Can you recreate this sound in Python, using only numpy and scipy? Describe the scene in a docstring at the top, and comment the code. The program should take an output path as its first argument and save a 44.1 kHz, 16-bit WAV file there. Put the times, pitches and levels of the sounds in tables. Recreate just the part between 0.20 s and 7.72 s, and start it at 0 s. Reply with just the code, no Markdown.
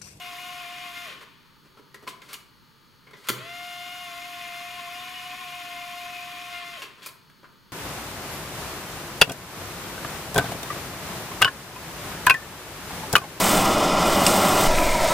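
"""An old laptop on a desk in a quiet room, heard up close in stereo, tries to read a floppy disk.
At first the drive whines and rasps at a wavering speed, the rubbing disk catching now and then.
It coasts down, and near 2 s the disk is ejected with plastic clicks and slides that ring the case.
Pushed back in, the disk latches at 3.1 s with a loud clack and a bump through the desk. The drive labours
again, runs down after 6.5 s, and the disk is ejected once more. Fan noise carries on underneath."""
import sys
import numpy as np
from scipy import signal
from scipy.fft import rfft, irfft, next_fast_len
from scipy.io import wavfile
from scipy.ndimage import uniform_filter1d

SR = 44100
rng = np.random.default_rng(int(sys.argv[2]) if len(sys.argv) > 2 else 0)


def to_wav(s):
    """Save 16-bit WAV."""
    ch = np.atleast_2d(s).T  # columns
    pcm = np.round(np.clip(ch, -1, 1) * 32767)  # PCM
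    wavfile.write(sys.argv[1], SR, pcm.astype(np.int16))


N = 331632
TIME = np.arange(N) / SR
FFT_SIZE = next_fast_len(N + SR, True)
FREQS = np.maximum(np.fft.rfftfreq(FFT_SIZE, 1 / SR), 1)


# whine partials, in-between orders from stick and slip: (multiple, level [dB], phase scatter [rad])
WHINE_PARTIALS = [(1.5, -24, 0.53), (2, -7, 0.5), (2.125, -29, 0.55), (2.5, -26, 1.6), (2.625, -28, 1),
                  (3, -5.3, 0.55), (4, -6, 0.43), (5, -7.5, 0.9), (6, -14.5, 0.49), (7, -16, 1.0)]
# frame resonances where a passing overtone sings out: (frequency [Hz], width [Hz], lift [dB])
FRAME_MODES = [(2100, 61, 6.5), (2875, 84, 6)]

def whine(rotor_phase, pitch_hz, slip, tone_db, overtone_db, flutter_db=0.82, unsteady_db=2.9):
    """The drive's tone, a little to the left, breaks up as it runs down; slip scatters its overtones."""
    slowing = np.gradient(uniform_filter1d(pitch_hz, size=900)) < 0
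    stalling = np.clip((688 - pitch_hz) / 80, 0, 1) * slowing
    phase = rotor_phase + 1.43 * uniform_filter1d(stalling, size=900) * drift(83)
    fundamental = np.sin(phase + np.array([[0.4], [0]]))  # the two sides are slightly out of phase
    out = from_db(tone_db + flutter_db * drift(25)) * fundamental * pan(left_db=1.5)
    for multiple, level_db, scatter in WHINE_PARTIALS:
        partial = np.sin(multiple * phase + scatter * slip * drift(26) + np.array([[0], [0.35]]))
        lift_db = peaks_db(FRAME_MODES, multiple * pitch_hz)
        gain = from_db(overtone_db + level_db + lift_db + unsteady_db * slip * drift(24))
        out += gain * partial * pan(left_db=3.5)
    return np.sqrt(2) * out


# colours of the rubbing disk's rasp and hiss: (frequency [Hz], level [dB])
RASP_COLOUR = [(100, -9.5), (350, -5.5), (560, -14.5), (700, -8), (850, -32), (1050, -4), (1600, -7),
               (1850, 1.5), (3100, 3), (4200, -4), (6500, -19), (9000, -17.5), (16000, -49)]
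HISS_COLOUR = [(3000, -10), (5200, 9.5), (5900, 5), (6600, 8.5), (8300, -1.5), (9600, 0), (10800, 5),
               (12200, 3), (14000, 1.5), (16000, -8)]
# resonances of the drive: (frequency [Hz], width [Hz], lift [dB])
RASP_MODES = [(1076, 74, 11), (1174, 97, 5.8), (1348, 30, 8.4), (1499, 117, 10.2), (1760, 75, 7.8),
              (1830, 22, 2.1), (2448, 21, 8.5), (2870, 25, 1.3), (3550, 190, 2.1)]
# where the drive sits in the stereo image: (frequency [Hz], left minus right [dB])
DRIVE_POSITION = [(150, -4.5), (400, -0.5), (1100, 3), (1800, 3.5), (4000, 1), (8000, 0), (12000, 3),
                  (15500, 1.5)]

def rubbing(rotor_phase, rasp_db, hiss_db, grain_db=1.5, throb=0.28):
    """Friction grains, pressed out in step with the rotor, ring the drive's frame and hiss above it."""
    beat = np.cos(rotor_phase) + np.cos(rotor_phase * 9 / 8)
    pressure = rms_one((1 + throb * beat) * from_db(grain_db * drift(170)))
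    fine_grains = rms_one(from_db(grain_db * drift(700)))
    rasp = from_db(rasp_db) * pressure * stereo_noise(alike=0.7)
    hiss = from_db(hiss_db) * fine_grains * stereo_noise(alike=1.0)
    # the thin metal cover has many narrow peaks and dips in the treble
    cover_modes = [(hz, 80, 1.7 * rng.standard_normal()) for hz in rng.uniform(3800, 15000, 60)]
    place = pan(at_hz(DRIVE_POSITION, FREQS))
    return (through(rasp, place * response(RASP_COLOUR, RASP_MODES))
            + through(hiss, place * response(HISS_COLOUR, cover_modes)))


# resonances that slipping sets squealing: (frequency [Hz], relative level [dB])
SQUEAL_MODES = [(1056, -12.3), (2396, -11.3), (2547, -11.3)]

def squeals(wander_hz=28, flicker_db=0.5):
    """Narrow resonances whose strength and phase wander as the contact catches and lets go."""
    out = 0
    for hz, level_db in SQUEAL_MODES:
        swing = (drift(wander_hz) + 1j * drift(wander_hz)) * np.exp(2j * np.pi * hz * TIME)
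        out += from_db(level_db) * rms_one(swing.real * from_db(flicker_db * drift(2.5)))
    return out * pan(left_db=3.5)


# the two tries at reading: (motor on [s], motor off [s], coasting time constant [s])
MOTOR_RUNS = [(-1, 0.85, 0.24), (3.09, 6.56, 0.18)]

def motor(spin_up_s=0.055, seating_s=0.075, seating_db=42):
    """Share of full speed as the motor spins up and coasts down, and level lost until the disk seats."""
    speed, unseated_db = np.zeros((2, N))
    for on, off, coast_s in MOTOR_RUNS:
        age, coasting = np.maximum(TIME - on, 0), np.maximum(TIME - off, 0)
        speed += (1 - np.exp(-age / spin_up_s)) * np.exp(-coasting / coast_s)
        unseated_db += (TIME > on) * seating_db * np.exp(-age / seating_s)
    return speed, unseated_db


# the whine's fundamental at full speed, one curve per try: (time [s], level [dB])
FIRST_LEVEL = [(0.0, -47.5), (0.046, -45.5), (0.534, -44.5), (0.566, -46.5), (0.71, -45), (0.73, -50.5),
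               (0.84, -48)]
SECOND_LEVEL = [(3.35, -42.5), (3.42, -41.5), (3.78, -44.5), (4.34, -42), (4.59, -44), (4.65, -41.5),
                (4.96, -47), (5.14, -42), (5.17, -52.5), (5.26, -44), (5.77, -40.5), (6.31, -45),
                (6.33, -43), (6.54, -47.5)]
# the disk briefly catches (plus) or runs free (minus):
# (time [s], half length [s], overtones [dB], rasp [dB], hiss [dB])
DISK_CATCHES = [(0.25, 0.12, 3, -1, 0.9), (0.53, 0.13, -0.5, -0.4, -2), (0.73, 0.016, -10, -1.5, -2),
                (0.778, 0.024, 4.5, 1, 1), (0.87, 0.028, -8, 2, 2), (0.922, 0.055, 0, 5, 0),
                (4.37, 0.035, 8, -1, 1.3), (4.751, 0.03, 5, -1.5, 1.5), (5.779, 0.027, 5.5, -3.5, 2),
                (6.122, 0.12, -7.5, 0.7, -1), (6.361, 0.033, 5.5, 3.5, -0.5), (6.42, 0.03, -4, 2.5, -6),
                (6.544, 0.038, -2.5, 2, -4), (6.605, 0.024, -6, 3, 6)]

def drive_levels(speed, unseated_db, slip):
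    """Every layer follows speed and seating; slip drains the overtones and feeds the rasp a little."""
    speed_db = 20 * np.log10(speed + 1e-9)
    squeak_db, scrape_db, fizz_db = sum(np.outer(extra_db, np.exp(-((TIME - s) / half_s) ** 2))
                                        for s, half_s, *extra_db in DISK_CATCHES)
    tone_db = in_time([*FIRST_LEVEL, *SECOND_LEVEL]) + 2.4 * speed_db - unseated_db
    overtone_db = -42.5 - 7.0 * slip + 2.9 * speed_db - 0.21 * unseated_db + squeak_db
    rasp_db = -43.5 + 1.9 * (slip - 1) + 1.56 * speed_db - 0.11 * unseated_db + scrape_db
    hiss_db = -51 + 2.8 * speed_db - unseated_db + fizz_db
    return tone_db, overtone_db, rasp_db, hiss_db


# the whine at full speed, wandering as the disk drags, one curve per try: (time [s], pitch [Hz])
FIRST_WANDER = [(0.0, 720.2), (0.138, 705), (0.23, 717), (0.41, 711), (0.442, 703), (0.62, 715),
                (0.726, 701), (0.84, 706)]
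SECOND_WANDER = [(3.35, 709), (3.62, 706.4), (3.68, 712), (3.8, 715), (3.93, 693.6), (4.06, 708),
                 (4.34, 698.5), (4.56, 711.9), (4.62, 697), (4.68, 699), (4.8, 719.6), (4.93, 725),
                 (5.11, 716), (5.21, 732), (5.26, 713.4), (5.51, 705.3), (6.26, 709.5), (6.54, 695)]
# how badly the parts slip, smooth just after spin-up: (time [s], slip [1 = usual])
SLIP_CURVE = [(0, 1.03), (.55, 1.3), (.85, 0.44), (3.2, 0.21), (3.7, .35), (4.1, 1.07), (5.0, 1.32),
              (6.15, 1.25), (6.5, 0.45)]

def floppy_drive(jitter=0.00209):
    """One motor turns the unevenly dragging disk; returns its whine and its friction noise."""
    speed, unseated_db = motor()
    slip = in_time(SLIP_CURVE)
    pitch_hz = speed * in_time([*FIRST_WANDER, *SECOND_WANDER])
    tone_db, overtone_db, rasp_db, hiss_db = drive_levels(speed, unseated_db, slip)
    rotor_phase = 2 * np.pi * np.cumsum(pitch_hz * (1 + jitter * slip * drift(16.15))) / SR
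    friction = rubbing(rotor_phase, rasp_db, hiss_db) + from_db(rasp_db) * slip * squeals()
    return whine(rotor_phase, pitch_hz, slip, tone_db, overtone_db), friction


# button, latch and shutter: (time [s], level [dB], t60 [s], bass [dB], treble [dB], top [dB], ring [Hz])
LATCH_CLICKS = [ (1.595, -49.5, 0.058, 8, -6, -14, 490), (1.743, -39, 0.085, 3, 0.5, -4.5, 1900),
                (1.868, -42, 0.13, 3, -8, -13, 1030), (1.874, -35, 0.074, -1, -1, -9, 1020),
                (1.877, -29.5, 0.06, 2.5, -1, -7, 1040), (1.887, -37.5, 0.12, 3, 17.5, 11, 1040),
                (2.018, -42.5, 0.078, 2, 3, -6, 2100), (2.130, -33, 0.11, -8, 1.5, 7.5, 2370),
                (2.140, -32.5, 0.054, -1, 7, 3, 2860), (2.868, -50.5, 0.28, -1, -7, -24, 2190),
                (2.909, -47.5, 0.062, -4, -5, -10, 1330), (2.933, -44.5, 0.17, 3, -0.5, -15, 2020),
                (3.07, -38.5, 0.1, 0, 6, 0, 1330), (3.086, -18, 0.052, -2, -4.5, 3, 3160),
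                (3.091, -16, 0.04, -19, 1, 3, 1324), (3.101, -13, 0.009, 7, 6, 2, 1740),
                (6.619, -32.5, 0.16, -4, 0.5, -6.5, 2660), (6.820, -44.5, 0.11, -11, 11, -8, 1050),
                (6.860, -32.5, 0.092, -9, -3.5, 7, 2470), (6.869, -36, 0.068, -1, -8, 8, 4800),
                (6.887, -40, 0.05, 4, 9, -6, 1040), (7.099, -50.5, 0.049, 6, -1, -7, 2260),
                (7.241, -46.5, 0.091, -10, -12, -26, 1210), (7.244, -47, 0.11, -24, -14, -26, 1560)]
# disk and button sliding: (start [s], end [s], level [dB], bass [dB], treble [dB])
DISK_SLIDES = [(1.004, 1.034, -47.5, -8, -7), (1.446, 1.468, -59, 6, -4), (1.566, 1.589, -54.5, 2, -11),
               (1.82, 1.842, -52, 11, -6), (2.027, 2.095, -55, 0, -1), (2.083, 2.128, -46.5, -5, -0.5),
               (2.961, 3.053, -56, 1, 2), (3.037, 3.108, -49.5, -11, -2), (6.772, 6.83, -54.5, -2, -9),
               (6.822, 6.861, -46, -5, 4), (7.227, 7.235, -50, 12, -13)]
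# colour of the struck plastic case: (frequency [Hz], level [dB])
CASE_COLOUR = [(80, -38), (200, -10.5), (420, -7.5), (600, -6.5), (820, -12), (1000, -4.5), (1900, -6),
               (3300, -7.5), (6000, -11.5), (10000, -13), (13000, -14), (16000, -20)]
# its resonances: (frequency [Hz], width [Hz], lift [dB])
CASE_RESONANCES = [(405, 80, 9.2), (984, 35, 2), (1050, 59, 3.4), (1360, 35, 5.5), (1650, 36, 3.9),
                   (2170, 75, 4.4), (3370, 230, 2.5), (4100, 42, 1.6), (4490, 100, 7.5)]

def eject_mechanism(attack_s=0.00044, slide_ramp_s=0.0084, ring_db=11.0, chatter_db=0.5):
    """Clicks are brief swarms of plastic contacts, slides are longer ones; both ring the case."""
    contacts, t = np.zeros((2, N)), TIME[:SR // 3]
    for s, level_db, t60, bass_db, treble_db, top_db, ring_hz in LATCH_CLICKS:
        tint = [(400, bass_db), (1100, 0), (3000, treble_db), (12000, top_db)]
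        ring = [(ring_hz, 0.12 * ring_hz, ring_db)]
        swarm = tinted(stereo_noise(alike=0.84, size=len(t)), tint, CASE_COLOUR, ring)
        add(contacts, s, swarm * from_db(level_db - 60 * t / t60) * (1 - np.exp(-t / attack_s)))
    for start, end, level_db, bass_db, treble_db in DISK_SLIDES:
        stroke = np.clip(np.minimum(t, end - start + 0.011 - t) / slide_ramp_s, 0, 1)
        tint = [(400, bass_db), (1100, 0), (4000, treble_db), (14000, treble_db - 6.0)]
        scrape = tinted(stereo_noise(alike=0.91, size=len(t)), tint, CASE_COLOUR)
        add(contacts, start, from_db(level_db) * stroke * scrape)
    chatter = rms_one(from_db(chatter_db * drift(540)))
    place = pan(0.74 * at_hz(DRIVE_POSITION, FREQS))
    return through(contacts * chatter, place * response(CASE_COLOUR, CASE_RESONANCES))


# dull bumps through the desk: (time [s], level [dB], t60 [s])
DESK_BUMPS = [(1.825, -49, 0.19), (1.876, -55, .22), (3.094, -33, 0.38), (7.32, -57, .12)]
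# colour of the desk top: (frequency [Hz], level [dB])
DESK_COLOUR = [(40, -37), (90, -11), (125, 1.5), (165, -3), (240, -6.5), (350, -7), (520, -12), (900, -31)]
# its resonances: (frequency [Hz], width [Hz], lift [dB])
DESK_RESONANCES = [(125, 14, 8), (198, 25, 4), (370, 30, 5)]

def desk():
    """The desk top booms briefly, a little to the right, when the laptop is pushed."""
    bumps, t = np.zeros((2, N)), TIME[:SR // 2]
    for s, level_db, t60 in DESK_BUMPS:
        add(bumps, s, from_db(level_db - 60 * t / t60) * stereo_noise(alike=0.94, size=len(t)))
    return through(bumps, response(DESK_COLOUR, DESK_RESONANCES)) * pan(left_db=-2.5)


# decay of the room around the desk: (frequency [Hz], t60 [s])
ROOM_DECAY = [(150, 0.77), (1000, 0.63), (4000, 0.32), (9000, 0.43), (15000, 0.17)]

def room(sound, build_s=0.0023):
    """Diffuse reflections, different on each side, dying sooner in the treble."""
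    t, tail = TIME[:SR // 2], 0
    edges = np.geomspace(80, 16000, 9)
    for low, high in zip(edges, edges[1:]):
        bandpass = signal.butter(2, [low, high], "band", fs=SR, output="sos")
        band = signal.sosfilt(bandpass, stereo_noise(alike=0.76, size=len(t)))
        tail += band * from_db(-60 * t / at_hz(ROOM_DECAY, np.sqrt(low * high)))
    tail = rms_one(tail * (1 - np.exp(-t / build_s))) / np.sqrt(len(t))
    return through(sound, rfft(tail, FFT_SIZE))


# colour of the fan noise in the room: (frequency [Hz], relative level [dB])
FAN_COLOUR = [(15, -9), (25, -15), (49, -4), (92, -7), (137, 2.5), (335, -8), (451, -9), (754, -25.5),
              (887, -7), (1020, -10.5), (1230, -7.5), (2280, -15.5), (4370, -18.5), (7920, -28.5),
              (16000, -24)]
# steady tones of running computers: (frequency [Hz], level [dB])
IDLE_TONES = [(145.3, -76), (1211, -75.5), (2396, -83), (2950, -77.5), (3015, -80), (3187, -81),
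              (3354, -77), (3515, -82), (3784, -81.5), (4134, -77), (4172, -95), (4328, -81), (4441, -73),
              (4716, -82), (4867, -85), (5254, -82.5), (5523, -93), (6062, -115), (6336, -89), (6605, -82)]

def fans(air_db=-57.5, waver_rad=0.33):
    """Room tone: a wide wash of fan noise, with faint wavering computer tones to the left."""
    place = pan(at_hz([(100, -2.0), (400, 0.5), (1000, 0.5), (4000, 1.0), (7000, 0.4)], FREQS))
    modes = [(740, 660, 1.2), (4420, 680, 4.8), (6200, 89, 4.5)]
    air = through(stereo_noise(alike=0.65), place * response(FAN_COLOUR, modes))
    tones = sum(from_db(db) * np.sin(2 * np.pi * hz * TIME + waver_rad * drift(3.8))
                for hz, db in IDLE_TONES)
    return from_db(air_db) * air + np.sqrt(2) * tones * pan(left_db=4.5)


def from_db(db):
    """Decibels to gain."""
    return 10 ** (np.asarray(db) / 20)


def rms_one(x):
    """Scale to unit rms."""
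    return x / np.sqrt(np.mean(x ** 2) + 1e-20)


def in_time(points):
    """Join (time [s], value) points by straight lines."""
    return np.interp(TIME, *np.transpose(points))


def at_hz(points, hz):
    """Read (frequency [Hz], value) points on a log-frequency axis."""
    f, value = np.transpose(points)
    return np.interp(np.log(hz), np.log(f), value)


def peaks_db(modes, hz):
    """Summed lift of resonances given as (frequency [Hz], width [Hz], lift [dB])."""
    return sum(db / (1 + (2 * (hz - centre) / width) ** 2) for centre, width, db in modes)


def drift(rate_hz):
    """Smooth random wander of unit rms."""
    return rms_one(through(rng.standard_normal(FFT_SIZE), 1 / (1 + (FREQS / rate_hz) ** 2)))


def response(colour, modes):
    """Causal filter of unit power gain from a broad colour and resonance peaks."""
    gain = rms_one(from_db(at_hz(colour, FREQS) + peaks_db(modes, FREQS)))
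    cepstrum = irfft(np.log(gain), FFT_SIZE)
    cepstrum[1:FFT_SIZE // 2] *= 2  # folded for minimum phase
    cepstrum[FFT_SIZE // 2 + 1:] = 0
    return np.exp(rfft(cepstrum))


def through(x, shape):
    """Apply a frequency response."""
    return irfft(rfft(x, FFT_SIZE) * shape, FFT_SIZE)[..., :N]


def tinted(burst, tint, body, modes=()):
    """Recolour a short burst while its power through the body stays the same."""
    hz = np.maximum(np.fft.rfftfreq(burst.shape[1], 1 / SR), 1)
    gain = from_db(at_hz(tint, hz) + peaks_db(modes, hz))
    weight = rms_one(from_db(at_hz(body, hz)))
    return irfft(rfft(burst) * gain / np.sqrt(np.mean((gain * weight) ** 2)), burst.shape[1])


def stereo_noise(alike, size=N):
    """White noise, partly shared by the two sides."""
    mid, side = rng.standard_normal((2, size))
    return np.sqrt((1 + alike) / 2) * mid + np.sqrt((1 - alike) / 2) * np.array([side, -side])


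def pan(left_db):
    """Gains of the two sides, overall or per frequency."""
    return from_db(np.array([[0.5], [-0.5]]) * left_db)


def add(out, s, sound):
    """Mix a sound in at a time."""
    start = round(s * SR)
    out[:, start:start + sound.shape[1]] += sound[:, :N - start]


def scene():
    """Drive, eject mechanism and desk up close; reflections and fans behind them."""
    tone, friction = floppy_drive()
    clacks = eject_mechanism()
    reflections = room(from_db(-8.0) * clacks + from_db(-6.5) * friction)
    return tone + friction + clacks + desk() + reflections + fans()


# width of the stereo image: (frequency [Hz], side level [dB])
STEREO_WIDTH = [(150, 4), (700, -0.5), (4000, 2), (5300, -0.5), (6700, -58), (8900, -16), (10800, 5.5),
                (15000, 5.5)]

def record(dry, cutoff_hz=15800):
    """The stereo image narrows almost to mono around 6-9 kHz; the top is cut steeply."""
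    mid = (dry[0] + dry[1]) / 2
    side = through((dry[0] - dry[1]) / 2, from_db(at_hz(STEREO_WIDTH, FREQS)))
    lowpass = signal.ellip(12, 0.1, 80, cutoff_hz, fs=SR, output="sos")
    return signal.sosfilt(lowpass, [mid + side, mid - side])


dry = scene()
out = record(dry)
to_wav(out)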